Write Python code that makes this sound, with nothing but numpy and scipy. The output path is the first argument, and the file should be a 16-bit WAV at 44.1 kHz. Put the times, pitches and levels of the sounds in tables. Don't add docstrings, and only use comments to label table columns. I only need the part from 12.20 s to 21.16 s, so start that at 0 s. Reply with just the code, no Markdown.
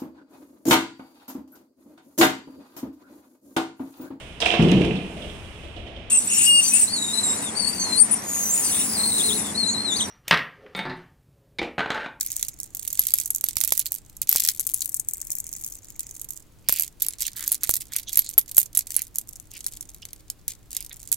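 import sys
import numpy as np
from scipy import signal
from scipy.fft import rfft, irfft, next_fast_len
from scipy.io import wavfile
from scipy.ndimage import uniform_filter1d

SR = 44100
rng = np.random.default_rng(int(sys.argv[2]) if len(sys.argv) > 2 else 0)


def inscribe(sig):
    pcm = np.round(np.clip(np.atleast_2d(sig).T, -1, 1) * 32767)
    wavfile.write(sys.argv[1], SR, pcm.astype(np.int16))


N = 395136


def amp(db):
    return 10 ** (np.asarray(db) / 20)


def unit(x):
    return x / np.sqrt(np.mean(x ** 2) + 1e-20)


def at_hz(rows, hz):
    freqs, values = np.transpose(rows)
    return np.interp(np.log(hz + 1), np.log(freqs), values)


def at_time(rows, times, column=1):
    rows = np.asarray(rows)
    return np.interp(times, rows[:, 0], rows[:, column])


def filtered(x, gain):
    size = next_fast_len(N + SR // 2)
    return irfft(rfft(x, size) * gain(np.fft.rfftfreq(size, 1 / SR)), size)[..., :N]


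def tone_filter(colour, size):
    cepstrum = irfft(np.log(amp(at_hz(colour, np.fft.rfftfreq(size, 1 / SR)))))
    cepstrum[1:size // 2] *= 2
    cepstrum[size // 2 + 1:] = 0
    return np.exp(rfft(cepstrum))


def stereo_noise(shape, apart):
    return rng.standard_normal(shape) + apart * rng.standard_normal((2, *shape))


def same_energy(waves):
    energy = (waves ** 2).sum(-1, keepdims=True).mean(0)
    return waves * np.sqrt(SR / 1000 / energy)


# (frequency [Hz], relative level [dB])
NOISE_COLOUR = [(20, 1), (45, 4.5), (70, -4), (110, -2.5), (200, -10), (320, -12), (520, -19.5),
                (1200, -25.5), (2200, -29), (5000, -30.5), (16000, -33)]
# (frequency [Hz], level [dB])
HUM_TONES = [(99, -68), (120, -68), (308, -73)]
def background():
    t = np.arange(N) / SR
    noise = unit(filtered(stereo_noise((N,), apart=1.0), lambda hz: amp(at_hz(NOISE_COLOUR, hz))))
    hum = sum(amp(db) * np.sqrt(2) * np.sin(2 * np.pi * (hz * t + rng.random((2, 1)) / 4))
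              for hz, db in HUM_TONES)
    return amp(-52.5) * noise + hum


# (frequency [Hz], time to fade by 60 dB [s])
ROOM_FADE = [(200, 0.052), (2000, 0.11), (7000, 0.065), (11500, 0.083), (16000, 0.033)]
def room(x, block=2048, count=12):
    hz, t, noise = signal.stft(rng.standard_normal((count, 2, SR // 4)), SR, nperseg=256)
    fade = amp(-60 * t / at_hz(ROOM_FADE, hz)[:, None])
    tails = signal.istft(noise * fade, SR, nperseg=256)[1]
    tails *= np.minimum(np.arange(tails.shape[-1]) / SR / .004, 1)
    tails /= np.linalg.norm(tails, axis=-1, keepdims=True)
    out = np.zeros((2, N + SR))
    for k, start in enumerate(range(0, N, block)):
        echo = signal.fftconvolve(x[:, start:start + block], tails[k % count], axes=1)
        out[:, start:start + echo.shape[1]] += echo
    return out[:, :N]


# (time [s], left minus right level [dB], head start of the left side [microseconds])
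HAND_PLACE = [(0, -1, 42), (0.5, -4.5, 31.2), (1.05, -5, 26), (1.55, -6.5, 4.4), (2.1, -2, 4.97),
              (2.55, 5.5, 18.7), (3.15, 3, 41), (3.5, 0.5, 49), (4.05, -4.5, 20.4), (4.5, -6.5, 4.2),
              (5, -4, 10), (7.05, -4.5, 11.8), (7.4, -1, 29), (8.25, -2.3, 37.8), (8.96, -2.5, 16.9)]
def placed(times, waves, margin=8):
    pan_db = at_time(HAND_PLACE, times) + 3 * rng.standard_normal(len(times))
    lead_s = (at_time(HAND_PLACE, times, column=2) + 6 * rng.standard_normal(len(times))) / 1e6
    gains = amp([pan_db / 2, -pan_db / 2])
    gains /= np.sqrt(np.mean(gains ** 2, axis=0))
    waves = np.pad(waves, ((0, 0), (0, 0), (margin, margin)))
    hz = np.fft.rfftfreq(waves.shape[-1], 1 / SR)
    time_shift = np.exp(1j * np.pi * hz * np.array([lead_s, -lead_s])[..., None])
    waves = irfft(rfft(waves) * time_shift) * gains[..., None]
    starts = np.abs(np.round(times * SR) - margin).astype(int)
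    index = starts[:, None] + np.arange(waves.shape[-1])
    return np.array([np.bincount(index.ravel(), side.ravel(), N)[:N] for side in waves])


# (time [s], upper resonance [Hz], level [dB])
PALM_HOLLOW = [(0, 6690, -45.5), (.27, 6700, -50), (.36, 6940, -58), (2.35, 8000, -70), (2.6, 8340, -63.5),
               (2.95, 7850, -49), (3.35, 6900, -50.5), (3.65, 6910, -64), (3.85, 6880, -47.5),
               (4.3, 7000, -83)]
def palms(width_hz=720, low_hz=2170, low_db=-17):
    t = np.arange(N) / SR
    phase = 2 * np.pi * np.cumsum(at_time(PALM_HOLLOW, t)) / SR
    flicker = unit(filtered(rng.standard_normal(N), lambda hz: 1 / (1 + (hz / 200) ** 2)))
    grain = amp(8 * flicker)
    band = filtered(stereo_noise((2, N), apart=1.0), lambda hz: 1 / (1 + (hz / width_hz) ** 3))
    hiss = band[:, 0] * np.cos(phase) + band[:, 1] * np.sin(phase)
    low = filtered(stereo_noise((N,), apart=0.5),
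                   lambda hz: 1 / (1 + ((hz - low_hz) / (width_hz / 2)) ** 4))
    rub = unit(grain * hiss) + amp(low_db) * unit(grain * low)
    pan_db = at_time(HAND_PLACE, t)
    return rub * amp(at_time(PALM_HOLLOW, t, column=2)) * amp([pan_db / 2, -pan_db / 2])


# (middle time [s], half length [s], lower resonance [Hz], base width [Hz], level [dB])
GRINDS = [(1.664, 0.0035, 4210, 800, -29), (2.619, 0.0022, 4280, 800, -28), (4.564, 0.048, 2650, 700, -42),
          (4.901, 0.035, 2293, 801.3, -56), (5.062, 0.01, 3357, 900, -35.5),
          (5.211, 0.032, 1849, 805, -44.5), (5.444, 0.0076, 2150, 1380, -31.5),
          (5.721, 0.01, 1920, 700, -48.5), (5.76, 0.0048, 2482, 1200, -37),
          (5.888, 0.011, 3568, 500, -35.5), (6.063, 0.016, 4150, 679.3, -41.5),
          (6.792, 0.018, 2420, 1000, -47), (7.358, 0.017, 2703, 900, -46),
          (7.828, 0.0038, 3000, 514.6, -45.5), (8.589, 0.03, 2998, 1003, -53),
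          (8.717, 0.0081, 2065, 502, -48)]
def grinding(slips_per_second):
    out = np.zeros((2, N))
    t = np.arange(SR // 4) / SR - 1 / 8
    freqs = np.fft.rfftfreq(len(t), 1 / SR)
    for middle, half_length, hz, width, db in GRINDS:
        slips = stereo_noise(t.shape, apart=0.35) * (0.03 + (rng.random(len(t)) < slips_per_second / SR))
        damping = 1.5j * freqs * width
        low, high = [(damping / (peak ** 2 - freqs ** 2 + damping)) ** 2 for peak in (hz, 1.73 * hz)]
        rasp = unit(irfft(rfft(slips) * (low + 0.78 * high), len(t)))
        swell = np.exp(-(t / half_length) ** 2 / 2)
        start = round((middle + t[0]) * SR)
        out[:, start:start + len(t)] += amp(db) * rasp * swell
    return out * amp([[-1.5], [1.5]])


# (frequency [Hz], change per step of hardness [dB])
HARDNESS_TILT = [(6000, -2.5), (14000, 2)]
def contacts(count, colour, touch_s, apart, hardness=0, size=400):
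    t = np.arange(size) / SR
    length, gap, bounce, angle = rng.standard_normal((4, count, 1))
    fade_s = touch_s * np.exp(0.46 * length)
    since_rebound = t - 0.0016 * np.exp(gap / 2)
    rebound = amp(-5.5 + 6.2 * bounce) * np.exp(-np.abs(since_rebound) / fade_s) * (since_rebound > 0)
    burst = stereo_noise((count, size), apart) * (np.exp(-t / fade_s) + rebound)
    tone = tone_filter(colour, size) * tone_filter(HARDNESS_TILT, size) ** (angle + hardness)
    return same_energy(irfft(rfft(burst) * tone))


# (time [s], relative level [dB])
LOW_THUDS = [(0.792, -36.5), (1.24, -31.5), (1.368, -32.5), (1.436, -36.5), (1.522, -24.5), (2.126, -36),
             (2.154, -34.5), (4.493, -28), (5.494, -28.5), (6.38, -18)]
def thuds():
    times, db = np.transpose(LOW_THUDS)
    dull = [(60, 1.0), (200, -9.5), (750, -8), (1500, -12.5), (5000, -15.0)]  # (frequency [Hz], level [dB])
    bursts = contacts(len(times), dull, touch_s=0.00017, apart=0.61)
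    return placed(times, amp(db + 10.5)[:, None] * bursts)


# (start [s], length [s], rolling strength [dB], relative clack level [dB])
HAND_STROKES = [(0, 0.29, -33, -15), (0.38, 0.08, -41, -18.5), (0.53, 0.09, -43, -18),
                (0.629, 0.13, -33, -15), (0.781, 0.24, -28, -13), (1.052, 0.12, -34, -20.5),
                (1.23, 0.08, -34, -11), (1.358, 0.25, -29, -12.5), (1.644, 0.12, -38, -14),
                (1.828, 0.07, -50, -13), (2.089, 0.21, -25.5, -9), (2.332, 0.11, -38, -15.5),
                (2.459, 0.19, -31, -20), (2.69, 0.11, -36, -26), (2.879, 0.34, -36, -25),
                (3.25, 0.3, -36, -23.5), (3.623, 0.1, -44, -17), (3.78, 0.05, -39, -15.5),
                (3.87, 0.31, -39, -21.5), (4.492, 0.15, -27, -12.5), (4.807, 0.04, -31, -10.5),
                (4.87, 0.08, -40, -10.5), (4.999, 0.08, -30, -6.5), (5.158, 0.19, -31, -11.5),
                (5.429, 0.19, -33.5, -11), (5.727, 0.07, -30, -9.5), (5.891, 0.12, -33, -9.5),
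                (6.043, 0.08, -37, -13), (6.277, 0.04, -38, -11), (6.363, 0.04, -19, -20.5),
                (6.547, 0.05, -30, -10.5), (6.677, 0.15, -32, -14), (6.949, 0.05, -37.5, -17),
                (7.078, 0.15, -43, -22), (7.318, 0.25, -40, -12), (7.597, 0.16, -45, -14.5),
                (7.818, 0.21, -52, -7), (8.279, 0.04, -39, -8.5), (8.512, 0.12, -35, -12.5),
                (8.653, 0.27, -42, -14.5)]
def rolling(times, rise_db_per_s=900, fall_db_per_s=380, rest_db=-66):
    t = np.arange(0, N / SR, .001)[:, None]
    start, length, db, _ = np.transpose(HAND_STROKES)
    snap_times, snap_db, _ = np.transpose(BEAD_SNAPS)
    before, after = np.maximum(start - t, 0), np.maximum(t - start - length, 0)
    stroked = amp(db - rise_db_per_s * before - fall_db_per_s * after)
    since_snap = t - snap_times
    jostled = (since_snap > 0) * amp(snap_db - 21 - 600 * np.abs(since_snap))
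    stuck = ((since_snap <= 0) * np.exp(-(since_snap / 0.012) ** 2)).max(1)
    power = (stroked ** 2).sum(1) * amp(-9 * stuck) ** 2 + (jostled ** 2).sum(1) + amp(rest_db) ** 2
    return np.interp(times, t[:, 0], 10 * np.log10(power))


def pressing(times):
    start, length, _, clack_db = np.transpose(HAND_STROKES)
    edges = np.sort(np.concatenate([start, start + length]))
    return np.interp(times, edges, np.repeat(clack_db, 2))


# (frequency [Hz], relative level [dB])
TICK_COLOUR = [(100, -33.5), (1400, -28.5), (3000, -53.5), (5000, -13.5), (6500, 3), (8000, 5), (10500, 3),
               (13000, 6.5), (15500, 1.5), (17000, -7)]
# (frequency [Hz], relative level [dB])
LIGHT_CLACK_COLOUR = [(100, -28), (1000, -29), (1500, -18), (2100, -5), (2800, -5.5), (3500, -0.5),
                      (4800, 2.5), (6000, 0), (8000, -6.5), (16000, -27.5)]
def chatter(base_per_second, spread_db):
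    t = np.arange(N) / SR
    rate = base_per_second * amp((np.clip(rolling(t), -60, -25) + 35) / 2)
    hits_so_far = np.cumsum(rate) / SR
    count = int(hits_so_far[-1])
    times = np.interp(np.arange(count) + rng.standard_normal(count), hits_so_far, t)
    roll_db = rolling(times)
    strength = amp(spread_db * np.clip(rng.standard_normal(count), -2, 2))
    strength /= np.sqrt(np.abs(uniform_filter1d(strength ** 2, size=9)))
    level = strength * amp(roll_db + 3.0) * np.sqrt(base_per_second / np.interp(times, t, rate))
    hardness = np.maximum(roll_db[:, None] + 27.5, -20) / 10
    tick = contacts(count, TICK_COLOUR, touch_s=0.00066, apart=1.0, hardness=hardness)
    clack = contacts(count, LIGHT_CLACK_COLOUR, touch_s=0.0024, apart=0.29)
    clack *= amp(pressing(times) + 2.0)[:, None]
    return placed(times, level[:, None] * (tick + clack))


# (frequency [Hz], relative level [dB], time to fade by 60 dB [s])
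BEAD_TONES = [(9400, -25, 0.0031), (11450, 22, 0.015), (12700, -13, .003)]
def rings(count, detune, size=400):
    t = np.arange(size) / SR
    waves = 0
    for hz, db, fade_s in BEAD_TONES:
        pitch, strength, skew = rng.standard_normal((3, count, 1))
        phase = 2 * np.pi * hz * (1 + detune * pitch) * t + np.array([skew, -skew]) * 0.52
        waves = waves + amp(db + 2 * strength - 60 * t / fade_s) * np.sin(phase)
    return same_energy(waves)


# (frequency [Hz], relative level [dB])
SNAP_CLACK_COLOUR = [(100, -22), (900, -33.5), (1400, -14.5), (2100, -4.5), (2800, -7), (3600, 1),
                     (4800, 4), (6000, 4), (8000, -13.5), (16000, -49)]
# (time [s], level [dB], relative ring level [dB])
BEAD_SNAPS = [(0.0098, -10.5, -19.5), (0.0298, -17, -19.5), (0.0633, -15, -17.5), (0.118, -16.5, -21.5),
              (0.1655, -13.5, -13.5), (0.227, -11, -23), (0.284, -19, -22), (0.4018, -18.5, -10.5),
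              (0.4322, -22, -22), (0.549, -18, -10.5), (0.5698, -22, -17), (0.594, -20.5, -21),
              (0.6765, -14, -7.5), (0.7287, -15, -20), (0.7934, -9, 4.5), (0.8695, -9.5, -15.5),
              (0.9381, -7.5, 3), (0.9861, -11, -20), (1.0003, -13.5, -11.5), (1.0584, -14.5, -10),
              (1.1044, -13.5, 0), (1.1481, -12, -20), (1.1606, -13, -19), (1.2107, -18, -20),
              (1.2411, -11, 1), (1.2867, -11, -20), (1.3683, -9.5, -12.5), (1.4048, -13.5, -19),
              (1.4122, -10.5, -4), (1.4377, -8.5, -20), (1.4479, -10, -12), (1.4764, -11.5, -17),
              (1.5228, -6.5, -2), (1.5769, -10, -9), (1.5941, -8.5, -5.5), (1.6582, -17, -12),
              (1.6663, -19, -20), (1.72, -11, -23), (1.7422, -19, -14), (1.7505, -19.5, -14),
              (1.9675, -31, -3), (2.017, -10, -10), (2.092, -7, 3), (2.1143, -14, -18), (2.1277, -5, -17),
              (2.1605, -1.5, -23), (2.1986, -7.5, -14), (2.2374, -13, -20), (2.25, -10.5, -14),
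              (2.2743, -12, -13), (2.2871, -5, -20), (2.2973, -16, -19.5), (2.3962, -12, -13),
              (2.4036, -18, -7), (2.41, -17, -23), (2.468, -10, -22), (2.4918, -19.5, -18.5),
              (2.5379, -16.5, -9), (2.543, -11, -3), (2.6067, -16, -16), (2.6191, -14.5, -17),
              (2.6582, -14, -14), (2.6933, -19, -12), (2.7436, -9.5, -24), (2.7652, -18.5, -24),
              (2.797, -12.5, -18), (2.8864, -10.5, -21), (2.9352, -14.5, -22), (3.0153, -19, -26),
              (3.1044, -17.5, -20), (3.1157, -16, -19), (3.12, -16, -18), (3.1533, -16.5, -20),
              (3.1855, -17.5, -20), (3.2018, -16.5, -20), (3.3288, -20, -20), (3.4383, -19.5, -18),
              (3.4628, -19.5, -20), (3.7937, -16.5, -29), (3.8064, -18, -18), (4.0147, -23, -5),
              (4.1061, -22.5, -2), (4.4872, -2.5, -16), (4.4945, -10.5, -11.5), (4.5253, -8, 0),
              (4.597, -9.5, -1.5), (4.6087, -14.5, -19), (4.6223, -11.5, -9), (4.8214, -9, -5.5),
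              (4.8295, -18, -12), (4.8655, -16, -18), (4.885, -13.5, -1.5), (5.0064, -16, -20),
              (5.0128, -17, -20), (5.021, -16.5, -3), (5.067, -17.5, -1.5), (5.2778, -12.5, -1),
              (5.3187, -9.5, -3), (5.3262, -12, -5), (5.3451, -16.5, -7), (5.4342, -12.5, -7),
              (5.4389, -14.5, -8), (5.493, -7, -9.5), (5.5037, -12.5, -9), (5.51, -11.5, -10),
              (5.5394, -8, -20), (5.5543, -15.5, -20), (5.5663, -13.5, -8), (5.7639, -11, -6),
              (5.93, -15, -8), (5.957, -13.5, -22), (5.9727, -6, 0), (5.9834, -14.5, -3), (5.9914, -5.5, 2),
              (6.0912, -20, -7), (6.1798, -4, 1.5), (6.1842, -11.5, 10), (6.1924, -12, -8),
              (6.3143, -21.5, -22), (6.368, -9.5, -8), (6.3809, -6.5, 11), (6.3898, -9.5, -9),
              (6.5503, -15, -14), (6.573, -9, 2), (6.5899, -10.5, -9), (6.7649, -7, -1.5),
              (6.8193, -16, -6), (6.9577, -19, -4), (6.984, -10.5, -13), (7.0902, -24.5, -20),
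              (7.4649, -14.5, -5.5), (7.6092, -23.5, -4), (7.8531, -26, -15), (7.9319, -26, -8),
              (8.101, -17, -20), (8.2804, -12.5, -11), (8.567, -13, -19.5), (8.9171, -11.5, -3.5),
              (8.9266, -6, -11.5), (8.943, -20.5, -7)]
def snaps(clack_spread_db=3.5):
    times, db, ring_db = np.transpose(BEAD_SNAPS)
    count = len(times)
    clack_db = pressing(times) - 4.5 + clack_spread_db * rng.standard_normal(count)
    hardness = (db[:, None] + 15.5) / 10
    tick = amp(-0.5) * contacts(count, TICK_COLOUR, touch_s=0.00029, apart=0.68, hardness=hardness)
    clack = amp(clack_db)[:, None] * contacts(count, SNAP_CLACK_COLOUR, touch_s=0.0012, apart=0.75)
    ring = amp(ring_db + 2.5)[:, None] * rings(count, detune=0.026)
    return placed(times, amp(db)[:, None] * (tick + clack + ring))


def scene():
    bracelets = palms() + snaps() + chatter(base_per_second=240, spread_db=11)
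    bracelets += grinding(slips_per_second=560)
    return bracelets + amp(-14.0) * room(bracelets) + thuds() + background()


def record(dry, ceiling=.95, top_hz=16150):
    clipped = dry / (1 + np.abs(dry / ceiling) ** 6) ** (1 / 6)
    return filtered(clipped, lambda hz: 1 / np.sqrt(1 + (hz / top_hz) ** 140))


dry = scene()
out = record(dry)
inscribe(out)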